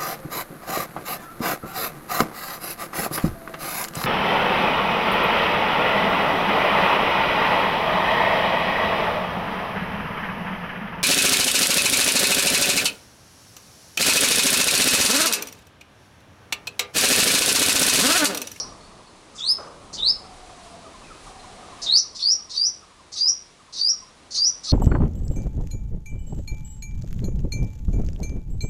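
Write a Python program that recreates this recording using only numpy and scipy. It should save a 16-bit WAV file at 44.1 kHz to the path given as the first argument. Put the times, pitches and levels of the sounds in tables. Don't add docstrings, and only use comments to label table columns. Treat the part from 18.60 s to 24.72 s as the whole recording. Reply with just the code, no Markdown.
import sys
import numpy as np
from scipy import signal
from scipy.fft import rfft, irfft
from scipy.io import wavfile
from scipy.ndimage import uniform_filter1d

SR = 44100
rng = np.random.default_rng(int(sys.argv[2]) if len(sys.argv) > 2 else 0)


def dump_mix(stems):
    frames = np.atleast_2d(stems).T
    limited = np.clip(frames, -1, 1)
    pcm = np.round(limited * 32767).astype(np.int16)
    wavfile.write(sys.argv[1], SR, pcm)


N = 269892
LEAD = SR // 10


def from_db(db):
    return 10 ** (np.asarray(db) / 20)


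def rms_one(x):
    return x / np.sqrt(np.mean(x ** 2) + 1e-20)


def coloured(spectrum, size):
    hz = np.fft.rfftfreq(size, 1 / SR) + 1
    points = np.array(spectrum)
    gain = from_db(np.interp(np.log(hz), np.log(points[:, 0]), points[:, 1]))
    return rms_one(irfft(rfft(rng.standard_normal(size)) * gain, size))


def wobble(rate_hz, size):
    lowpass = signal.butter(2, rate_hz, fs=SR, output="sos")
    settling = 4000
    return rms_one(signal.sosfilt(lowpass, rng.standard_normal(size + settling))[settling:])


def add(out, start_s, sound):
    i = LEAD + round(start_s * SR)
    out[i:i + len(sound)] += sound[:max(len(out) - i, 0)]


def sung(hz, level_db, overtone_db, edge_s):
    phase = 2 * np.pi * (np.cumsum(hz) / SR + rng.random())
    t = np.arange(len(hz)) / SR
    fade = np.clip(np.minimum(t, t[-1] - t) / edge_s, 0, 1)
    twelfth = 0.35 * np.sin(3 * phase) * (hz < 4000)
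    overtones = from_db(overtone_db) * (np.sin(2 * phase) + twelfth)
    return np.sqrt(2) * fade * from_db(level_db) * (np.sin(phase) + overtones)


def echoes(x, t60_s, gap_s):
    t = np.arange(SR) / SR
    clumps = from_db(1.9 * wobble(210, SR))
    tail = rng.standard_normal(SR) * clumps * from_db(-60 * t / t60_s) * (t > gap_s)
    tail = signal.sosfilt(signal.butter(2, 7500, fs=SR, output="sos"), tail)
    return signal.fftconvolve(x, tail / np.sqrt(np.sum(tail ** 2)))[:len(x)]


# frequency in Hz, relative density in dB per Hz.
RUMBLE_SPECTRUM = [(41, -38), (70, 1.5), (124, -3), (189, -1.5), (599, -4.5), (808, -5.5), (1200, -5),
                   (1800, -32), (2340, -33), (3960, -120)]
HISS_SPECTRUM = [(820, -33), (1400, -3), (2110, -4), (2520, -5), (3130, -6), (3960, -5), (4730, -7),
                 (6690, -9.5), (8700, -12.5)]
# time in seconds, rumble in dB before its swell, hiss in dB, wind in dB before its gusts.
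BACKGROUND_LEVELS = [(0, -44.5, -51, -54), (.5, -50.5, -53.5, -55.5), (1.05, -48.5, -50.5, -58.5),
                     (1.15, -46.5, -53.5, -52), (1.5, -45, -52, -49), (1.9, -49, -49.5, -50),
                     (2.7, -46.5, -49.5, -51), (3.37, -47, -46.5, -56), (3.385, -53, -54.5, -56),
                     (4.9, -56, -54.5, -67), (6.12, -53.5, -53.5, -58.5)]


def garden():
    s, *levels = np.transpose(BACKGROUND_LEVELS)
    t = np.arange(N) / SR
    rumble_db, hiss_db, wind_db = [np.interp(t, s, column) for column in levels]
    swell_db = .9 * wobble(5, N)
    gusts_db = 2.7 * wobble(4.2, N)
    rumble = from_db(rumble_db + swell_db) * coloured(RUMBLE_SPECTRUM, N)
    hiss = from_db(hiss_db) * coloured(HISS_SPECTRUM, N)
    wind = coloured([(14, -27.5), (25, 1.0), (48, -3.0), (90, -30.0)], N)
    return rumble + hiss + from_db(wind_db + gusts_db) * wind


# frequency in Hz, relative density in dB per Hz.
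THUD_SPECTRUM = [(200, -19), (380, 2), (550, 8), (800, 0.5), (1200, 6), (1600, -5), (2300, -30)]
# start in seconds, relative level in dB.
THUD_STARTS = [(-.02, -45), (.982, -39.5), (1.06, -45)]


def thuds():
    out, t = np.zeros(N + LEAD), np.arange(SR // 2) / SR
    for start_s, level_db in THUD_STARTS:
        dying = from_db(-60 * t / 0.43) + .5 * from_db(-60 * t / 0.93)
        attack = np.minimum(t / 0.0032, 1)
        add(out, start_s, from_db(level_db) * attack * dying * coloured(THUD_SPECTRUM, len(t)))
    return out


# start in seconds, length in seconds, starting pitch in Hz,
# slide in Hz per second, starting level in dB before flutter, level change in dB per second.
COOS_AND_THIN_WHISTLES = [(1.602, 0.7, 761.4, -140, -53.5, 2), (2.66, 0.64, 776.6, -170, -48.5, -12.5),
                          (.2, 0.081, 4350, 900, -59, -40), (0.467, 0.06, 4340, -1500, -57, -250),
                          (0.815, 0.066, 6050, -500, -48, -75), (.905, 0.17, 6020, 145, -58, -51),
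                          (2.43, 0.081, 2680, -4000, -55.5, -40), (2.79, 0.071, 4250, -9000, -56.5, -38)]


def coos_and_thin_whistles():
    out = np.zeros(N + LEAD)
    for start_s, length_s, hz, slide, level_db, fade in COOS_AND_THIN_WHISTLES:
        t = np.arange(0, length_s, 1 / SR)
        flutter_db = 3.5 * wobble(45, len(t))
        wavering_hz = hz + slide * t + hz ** .5 * wobble(60, len(t))
        add(out, start_s, sung(wavering_hz, level_db + fade * t + flutter_db, -37.5, 0.0088))
    return out


# delay after the phrase start in seconds, pitch in Hz early in the note, relative level in dB.
CHUCKLE_NOTES = [(0, 1256, -0.5), (.092, 1060, 0), (.16, 1203, -4)]
TUMBLE_NOTES = [(0, 1220, 0), (.082, 1070, -1.2), (.168, 1100, -1.5)]
# start in seconds, relative level in dB.
CHUCKLE_STARTS = [(-.05, -41), (.74, -44), (1.489, -49), (2.247, -39.5), (3.026, -38), (3.783, -46),
                  (4.551, -47), (5.325, -44), (6.074, -43.5)]
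TUMBLE_STARTS = [(.31, -46), (1.81, -46), (1.89, -45), (2.662, -39.5), (3.446, -45), (4.222, -44.5),
                 (4.995, -47), (5.771, -48)]
PIP_STARTS = [(.798, -43), (1.647, -41.5), (2.502, -38.5), (3.369, -47), (4.224, -46.5), (5.069, -51.5),
              (5.908, -51)]
PIP_HZ, NOTE_SPREAD_DB = 1330, 1.5
CHUCKLE_FALL, TUMBLE_FALL, PIP_FALL = 4.8, 9.3, 6.4


def chuckles_and_pips():
    out, t = np.zeros(N + LEAD), np.arange(0, .035, 1 / SR)
    phrases = [(CHUCKLE_NOTES, CHUCKLE_FALL, CHUCKLE_STARTS),
               (TUMBLE_NOTES, TUMBLE_FALL, TUMBLE_STARTS),
               ([(0, PIP_HZ, 0)], PIP_FALL, PIP_STARTS)]
    for notes, fall, starts in phrases:
        for start_s, phrase_db in starts:
            for delay_s, hz, note_db in notes:
                level_db = phrase_db + note_db - 7.5 + NOTE_SPREAD_DB * rng.standard_normal()
                falling_hz = hz * (1 - fall * (t - .014))
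                add(out, start_s + delay_s - .004, sung(falling_hz, level_db, -28.5, 0.011))
    return out


# start in seconds, relative level in dB, centre of the band in Hz.
TICK_STARTS = [(0.749, -44, 6400), (1.328, -34, 5480), (3.216, -30, 5300), (3.547, -36.5, 5220),
               (3.895, -36, 4960), (4.518, -36, 5380), (5.125, -36, 5130), (5.706, -35.5, 5370),
               (6.033, -34, 5240)]


def ticks():
    out, t = np.zeros(N + LEAD), np.arange(0, .04, 1 / SR)
    for start_s, level_db, hz in TICK_STARTS:
        band = [(0.5 * hz, -36), (0.82 * hz, 0), (1.17 * hz, -3), (1.5 * hz, -15), (1.99 * hz, -24)]
        swell = np.sin(np.pi * (t / t[-1]) ** 0.6)
        add(out, start_s, from_db(level_db) * swell * coloured(band, len(t)))
    return out


# start in seconds, length in seconds, relative level in dB, low pitch in Hz before jitter.
WARBLE_STARTS = [(0.784, 0.017, -40, 4750), (.785, 0.048, -55.5, 2470), (1.367, 0.028, -40.5, 2940),
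                 (3.265, 0.013, -37, 3620), (3.588, 0.033, -32.5, 3580), (3.932, 0.035, -33, 3705),
                 (4.558, 0.035, -29.5, 3930), (5.159, 0.037, -31.5, 3810), (5.741, 0.033, -25.5, 4094),
                 (6.063, 0.041, -30.5, 3780)]
SWINGS_PER_S, WARBLE_SPAN = 62, 1.62


def warbles():
    out = np.zeros(N + LEAD)
    for start_s, length_s, level_db, low_hz in WARBLE_STARTS:
        t = np.arange(0, length_s, 1 / SR)
        range_hz = WARBLE_SPAN * low_hz - low_hz
        swing = np.abs(np.cos(np.pi * SWINGS_PER_S * t)) ** 1.8
        hz = low_hz + range_hz * swing + 170 * wobble(1100, len(t))
        growth_db = 3.1 * (t / length_s - .5)
        tilt_db = -1.9 * (hz - low_hz) / range_hz
        flicker_db = 0.34 * wobble(300, len(t))
        add(out, start_s, sung(hz, level_db + growth_db + tilt_db + flicker_db, -17, 0.0024))
    return out


RISE_BEND = 1.2
ENTRY_HZ, ENTRY_S = 4030, 0.0066
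CREEP_HZ_PER_S, SAG_DB_PER_S = 7600, -120
RELEASE_S, RELEASE_DB = 0.0054, -21
OCTAVE_GROWS_DB, OCTAVE_FLICKER_DB = 6.5, 4.0


def whistle(start_hz, rise_s, knee_hz, flick_s, top_hz, hold_s, start_db, knee_db, top_db, octave_db):
    t = np.arange(0, rise_s + flick_s + hold_s + RELEASE_S, 1 / SR)
    rise = np.minimum(t / rise_s, 1)
    flick = np.clip((t - rise_s) / flick_s, 0, 1)
    held_s = np.maximum(t - rise_s - flick_s, 0)
    released = np.clip((t - t[-1]) / RELEASE_S + 1, 0, 1)
    hz = start_hz + (knee_hz - start_hz) * rise ** RISE_BEND + (top_hz - knee_hz) * flick
    hz += CREEP_HZ_PER_S * held_s
    level_db = start_db + (knee_db - start_db) * rise + (top_db - knee_db) * flick
    level_db += SAG_DB_PER_S * held_s + RELEASE_DB * released
    climb = (hz - start_hz) / (top_hz - start_hz)
    octave_db = octave_db + OCTAVE_GROWS_DB * climb + OCTAVE_FLICKER_DB * wobble(80, len(t))
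    entry_hz = max(ENTRY_HZ - start_hz, 0) * np.exp(-t / ENTRY_S)
    return hz + entry_hz, level_db, octave_db


# start in seconds, start pitch in Hz, slow rise in seconds,
# pitch reached in Hz, flick in seconds, top pitch in Hz, hold in seconds, then relative levels in dB at the start,
# at the flick and at the top, and the octave's level at the start in dB relative to the note.
WHISTLE_SHAPES = [(-.09, 4060, 0.058, 4965, .022, 5740, 0.01, -23, -21.5, -21, -17),
                  (.78, 3122, 0.093, 4380, 0.0248, 5063, 0.019, -35.5, -22.5, -14.5, -22.5),
                  (1.378, 3396, .075, 4070, .047, 5217, 0.0046, -32, -17, -16, -33),
                  (3.261, 3467, 0.095, 4710, 0.031, 6005, 0.0013, -22.5, -12.5, -14.5, -32.5),
                  (3.622, 4286, .075, 5120, 0.024, 5703, 0.0063, -20, -17, -12.5, -32.5),
                  (3.964, 4504, 0.075, 4957, 0.026, 5830, 0.0074, -21.5, -20, -16.5, -31),
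                  (4.595, 4703, .075, 5080, 0.022, 5776, 0.0047, -22, -18, -11, -31.5),
                  (5.194, 4525, 0.085, 4980, 0.022, 5695, .004, -21, -19.5, -13, -30),
                  (5.777, 4623, 0.054, 4815, .032, 5760, 0.02, -21, -19, -14.5, -31.5),
                  (6.093, 4244, 0.075, 4700, 0.018, 5750, .008, -25.5, -17, -14, -28)]
PUFF_DB, PUFF_DB_PER_KHZ, PUFF_PITCH_HZ = -22.5, 14, 5730


def whistles():
    out = np.zeros(N + LEAD)
    for start_s, *shape in WHISTLE_SHAPES:
        hz, level_db, overtone_db = whistle(*shape)
        smooth_hz = uniform_filter1d(hz, size=300, mode="nearest") + 12 * wobble(300, len(hz))
        hoarseness = np.exp(-np.arange(len(hz)) / SR / 0.02)
        smooth_hz += 170 * hoarseness * wobble(600, len(hz))
        add(out, start_s, sung(smooth_hz, level_db - 3.5, overtone_db, 0.0014))
        puff = np.hanning(1000) * coloured([(5000, -27), (6700, 9.0), (7800, -8.0), (12000, -0.5)], 1000)
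        puff_db = level_db.max() + PUFF_DB + PUFF_DB_PER_KHZ * (hz[-1] - PUFF_PITCH_HZ) / 1e3
        add(out, start_s + len(hz) / SR - .025, from_db(puff_db) * puff)
    return out


WALLS_T60_S, WALLS_DB, YARD_T60_S, YARD_DB = 0.13, -2, 0.35, -16


def scene():
    far = coos_and_thin_whistles() + chuckles_and_pips()
    far = far + from_db(-8.5) * echoes(far, 0.86, 0.0065)
    bird = ticks() + warbles() + whistles()
    walls = from_db(WALLS_DB) * echoes(bird, WALLS_T60_S, 0.0048)
    yard = from_db(YARD_DB) * echoes(bird, YARD_T60_S, 0.024)
    near = from_db(-2.0) * bird + walls + yard
    return ((near + far + thuds())[LEAD:] + garden())[None]


CUTOFF_HZ = 12150


def record(dry):
    softened = signal.sosfilt(signal.butter(5, 10800, fs=SR, output="sos"), dry)
    halved = softened * (1 + (-1) ** np.arange(N))
    rebuilt = signal.sosfilt(signal.cheby2(6, 15, 10950, fs=SR, output="sos"), halved)
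    return signal.sosfilt(signal.ellip(10, .5, 70, CUTOFF_HZ, fs=SR, output="sos"), rebuilt)


dry = scene()
out = record(dry)
dump_mix(out)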